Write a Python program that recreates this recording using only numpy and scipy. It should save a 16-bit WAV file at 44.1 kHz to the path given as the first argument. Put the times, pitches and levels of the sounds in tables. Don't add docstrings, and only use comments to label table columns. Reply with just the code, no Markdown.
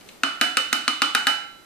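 import sys
import numpy as np
from scipy import signal
from scipy.fft import rfft, irfft, next_fast_len
from scipy.io import wavfile

SR = 44100
rng = np.random.default_rng(int(sys.argv[2]) if len(sys.argv) > 2 else 0)


def decibels_to_gain(level_db):
    exponent = np.asarray(level_db, float) / 20
    return 10 ** exponent


def generate_wav(sig):
    pcm = np.round(np.clip(np.atleast_2d(sig).T, -1, 1) * 32767).astype(np.int16)
    wavfile.write(sys.argv[1], SR, pcm)


N = 72765
T = np.arange(SR * 3 // 4) / SR
SIDE = np.array([[.5], [-.5]])


def along(points, hz):
    f, value = np.transpose(points)
    return np.interp(np.log(hz + 1), np.log(f + 1), value)


def filtered(x, response):
    m = next_fast_len(x.shape[-1] + 8192)
    spectrum = rfft(x, m) * response(np.fft.rfftfreq(m, 1 / SR))
    return irfft(spectrum, m)[..., :x.shape[-1]]


def pair(noise, alike):
    angle = np.arccos(np.clip(alike, -1, 1)) / 2
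    mid, side = np.cos(angle) * noise[0], np.sin(angle) * noise[1]
    return np.array([mid + side, mid - side])


def add(mix, s, sound):
    part = mix[:, round(s * SR):][:, :sound.shape[-1]]
    part += sound[..., :part.shape[1]]


# (frequency [Hz], density [dB per Hz])
HUM_COLOUR = [(25, -12), (60, -17), (110, -13.5), (300, -7), (600, -13.5), (1000, -15.5), (4300, -22.5),
              (14500, -29.5)]
# (frequency [Hz], left-right likeness [-1 to 1])
HUM_ALIKE = [(60, 0.28), (300, 0.31), (1500, 0.13), (8000, 0.11)]
# (time [s], level [dB])
HUM_FADE = [(0, 0.5), (.12, 2.5), (.2, -1), (1.65, -2.5)]
HUM_DB = -52


def hum():
    noise = rng.standard_normal((2, N))

    def mid_and_side(hz):
        angle = np.arccos(np.clip(along(HUM_ALIKE, hz), -1, 1)) / 2
        return decibels_to_gain(along(HUM_COLOUR, hz)) * [np.cos(angle), np.sin(angle)]

    mid, side = filtered(noise, mid_and_side)
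    fade_db = np.interp(np.arange(N) / SR, *np.transpose(HUM_FADE))
    return decibels_to_gain(HUM_DB + fade_db) * np.array([mid + side, mid - side]) / np.sqrt(np.mean(mid ** 2))


# (frequency [Hz], width [Hz], level [dB])
WALL = [(1940, 540, -3.5), (2505, 410, 1), (3090, 270, 0), (3603, 170, 2), (4000, 130, -1), (4414, 690, -2),
        (5180, 130, -16.5), (6283, 1000, -11), (7100, 1700, -28.5), (7970, 2400, -13.5)]
WALL_SIGN = [1, -1, 1, 1, 1, -1, 1, 1, -1, 1]
WALL_SCATTER = .012


def crack(t60, grit):
    burst = grit * decibels_to_gain(-60 * T / t60) * rng.standard_normal(len(T)) + (T == 0)
    shifts = 1 + WALL_SCATTER * rng.standard_normal(len(WALL))

    def wall(f):
        total = 0
        for (hz, width, db), shift, sign in zip(WALL, shifts, WALL_SIGN):
            damping = 1j * f * width
            total = total + sign * decibels_to_gain(db) * damping / ((hz * shift) ** 2 - f * f + damping)
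        return total

    x = filtered(burst, wall)
    return x / np.abs(x).max()


# (frequency [Hz], T60 [s])
KITCHEN = [(200, 0.19), (600, 0.52), (1500, 0.53), (3000, 0.52), (7000, 0.47), (14000, 0.29)]
# (frequency [Hz], level [dB])
WET = [(200, -2.5), (600, 9), (1400, -2.5), (3000, -3), (6000, -6.5), (14000, 1.5)]
# (frequency [Hz], left-right likeness [-1 to 1])
WET_ALIKE = [(250, 0.9), (600, 0.42), (1500, 0.1), (5000, 0.05), (12000, 0.17)]
WET_DB, WET_GAP_S = -0.5, .003
SAME_PATH = .6


def kitchen(x, paths):
    noise = np.sqrt(SAME_PATH) * paths + np.sqrt(1 - SAME_PATH) * rng.standard_normal(paths.shape)
    hz, t, z = signal.stft(noise, SR, nperseg=128)
    z = pair(z, along(WET_ALIKE, hz)[:, None])
    z = z * decibels_to_gain(-60 * t / along(KITCHEN, hz)[:, None])
    tail = signal.istft(z, SR, nperseg=128)[1][:, :len(T)]
    tail = tail / np.linalg.norm(tail[0])
    tail = filtered(tail, lambda f: decibels_to_gain(WET_DB + along(WET, f)) * np.exp(-2j * np.pi * f * WET_GAP_S))
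    return signal.fftconvolve(x[None], tail * (T > WET_GAP_S), axes=1)[:, :len(T)]


# (time [s], peak level [dB])
TICKS = [
    (.0885, -28.5),
    (0.28, -27),
    (0.01, -37),
]


def ticks(paths):
    near = np.zeros((2, N))
    for s, db in TICKS:
        tick = decibels_to_gain(db) * crack(0.029, 0.13)
        add(near, s, tick + kitchen(tick, paths))
    return near


def click():
    return decibels_to_gain(-60 * T / .004) * np.sin(2 * np.pi * 2700 * T)


def bright(x):
    corner_hz = 4630
    return filtered(x, lambda f: (1j * f / (corner_hz + 1j * f)) ** 2)


def snap():
    x = bright(decibels_to_gain(-60 * T / .008) * pair(rng.standard_normal((2, len(T))), 0.45))
    return x / np.abs(x).max()


POCK_RISE_S, POCK_HOLD_S, POCK_FALL_S = 0.00067, 0.00384, 0.00033
POCK_SAG = 0.95


def pock(hz):
    rise = 1 - np.exp(-T / POCK_RISE_S)
    phase = 2 * np.pi * hz * (T + POCK_SAG * POCK_RISE_S * rise)
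    hand = np.exp(-np.maximum(T - POCK_HOLD_S, 0) / POCK_FALL_S)
    return rise * hand * np.sin(phase)


def knock(hz):
    return decibels_to_gain(-60 * T / 0.053) * np.sin(2 * np.pi * hz * T)


# (frequency [Hz], level [dB], T60 [s])
COUNTER = [(251.3, -2.5, 0.15), (275.4, 5, 0.086), (304.8, -1.5, 0.16), (524, -25.5, .1)]


def thud():
    modes = 0
    for hz, db, t60 in COUNTER:
        level_db = db + 2 * rng.standard_normal()
        modes = modes + decibels_to_gain(level_db - 60 * T / t60) * np.sin(2 * np.pi * hz * T)
    return (1 - np.exp(-T / 0.005)) * modes


BOWL_HZ = [875, 318, 752, 1352, 1539, 2099, 2972, 2515, 1250, 2975.6, 2690, 3985, 4110, 5100]
BOWL_DB = [-17, -21, -21, -13, -18, -18, -11, -20, -15, 0, -21, -18, -21, -25]
# (T60 [s], left-right difference [dB], left lead [rad])
BOWL = [(0.33, 8.5, 0.78), (0.45, 2, .1), (.45, -8, 0.34), (0.7, -17, 0.69), (0.68, -19, 0.79),
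        (1, -1, 0.98), (0.51, 15, 0.44), (0.48, -10, 1.1), (0.11, 55.5, 0.16), (0.48, -19.5, 1.87),
        (0.6, 7, 2.2), (0.98, -4, 1.3), (0.36, 20, 1.8), (.4, -32, 3.2)]
STEADY = [6, 9]
RING_RISE_S, RING_DRIFT, RING_SCATTER_DB = .008, .002, 2


def bowl():
    luck = rng.standard_normal((len(BOWL), 2))
    luck[STEADY] = 0
    modes = 0
    for hz, db, (t60, pan_db, lead), (louder, sharper) in zip(BOWL_HZ, BOWL_DB, BOWL, luck):
        level_db = db + RING_SCATTER_DB * louder + SIDE * pan_db
        phase = 2 * np.pi * hz * (1 + RING_DRIFT * sharper) * T + SIDE * lead
        modes = modes + decibels_to_gain(level_db - 60 * T / t60) * np.sin(phase)
    return (1 - np.exp(-T / RING_RISE_S)) * modes


# (time [s], peak level [dB], pot pitch [Hz], bowl ring [dB], counter thud [dB])
RAPS = [
    (0.234, -5, 1333, -31.5, -34),
    (0.412, -3.5, 1463, -26, -32),
    (0.57, -1.5, 1340, -28, -35.5),
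    (0.728, -2.5, 1343, -31, -33),
    (0.879, 0.5, 1237, -29.5, -32.5),
    (1.019, 0, 1250, -28, -31.5),
    (1.149, -4.5, 1390, -30.5, -36),
    (1.269, -3, 1483, -25.5, -35),
]
# (time [s], peak above 5 kHz [dB], base knock [Hz], knock level [dB], walls' answer [dB])
LANDING = [
    (0.2339, -32, 715, -34.5, -0.44),
    (0.4115, -11, 742, -24.5, 1.8),
    (0.5696, -10.5, 513, -30.5, -1.24),
    (0.7272, -9.5, 828, -28.5, 0),
    (0.8784, -31, 642, -49, -2.9),
    (1.0176, -16, 836, -27, -0.9),
    (1.1488, -12.5, 834, -27.5, 1.2),
    (1.268, -10.5, 825, -22, 0.75),
]
POCK_GRIP_DB = [3.05, -0.6, -3, -2.5, -4.5, -2.5, 2.7, 0.2]
START_LAG_S = .0003


def raps(paths):
    near, glass = np.zeros((2, 2, N))
    for rap, landing, grip_db in zip(RAPS, LANDING, POCK_GRIP_DB):
        s, db, pot_hz, ring_db, thud_db = rap
        _, edge_db, knock_hz, knock_db, wet_db = landing
        body = decibels_to_gain(db - 6 + grip_db) * pock(pot_hz)
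        body = body + decibels_to_gain(thud_db + 7.5) * thud()
        body = body + decibels_to_gain(knock_db + 0.5) * knock(knock_hz)
        blow = decibels_to_gain(db) * (click() + decibels_to_gain(-1.5) * crack(0.021, 0.6))
        blow = blow + decibels_to_gain(edge_db + 11) * snap()
        spread = decibels_to_gain(db + 2.5) * crack(0.021, 0)
        spread = spread + decibels_to_gain(edge_db + 18) * bright(1. * (T == 0))
        add(near, s + START_LAG_S, body + blow + decibels_to_gain(wet_db) * kitchen(body + spread, paths))
        add(glass, s, decibels_to_gain(ring_db + 5) * bowl())
    return near, glass


# (frequency [Hz], left-right difference [dB])
PORTS = [(200, -0.5), (1200, -2), (3000, 3), (5000, -4.5), (9000, -7), (14000, -3)]
# (frequency [Hz], left lead [rad])
LEFT_LEAD = [(300, 0), (1500, .4), (4000, 1.1), (8000, 2), (11000, 1.6), (14000, 1.2)]


def ports(x):
    return filtered(x, lambda f: decibels_to_gain(SIDE * along(PORTS, f)) * np.exp(1j * SIDE * along(LEFT_LEAD, f)))


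# (frequency [Hz], level [dB])
DIRECT_TOP = [(8000, -2), (12300, -8), (13100, -17), (14300, -16)]
LOW_CUT_HZ = 199


def band_limited(x):
    return filtered(x, lambda f: (1j * f / (LOW_CUT_HZ + 1j * f)) ** 2 * decibels_to_gain(along(DIRECT_TOP, f)))


def scene():
    paths = rng.standard_normal((2, len(T)))
    near, glass = raps(paths)
    return hum() + band_limited(ports(ticks(paths) + near) + glass)


def top_cut(x):
    return signal.sosfilt(signal.butter(12, 16630, fs=SR, output="sos"), x)


SHELF_HZ, SHELF_DB, SHELF_DB_PER_KHZ, TOP_HZ = 14750, -17, -7, 16600
TOP, KNEE = .93, 6


def record(dry):
    x = dry / (1 + np.abs(dry / TOP) ** KNEE) ** (1 / KNEE)

    def colour(f):
        shelf_db = SHELF_DB + SHELF_DB_PER_KHZ * (f - SHELF_HZ) / 1000
        return decibels_to_gain(np.where(f < SHELF_HZ, 0, shelf_db)) * (f < TOP_HZ)

    mix = filtered(x, colour)
    return top_cut(mix)


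dry = scene()
out = record(dry)
generate_wav(out)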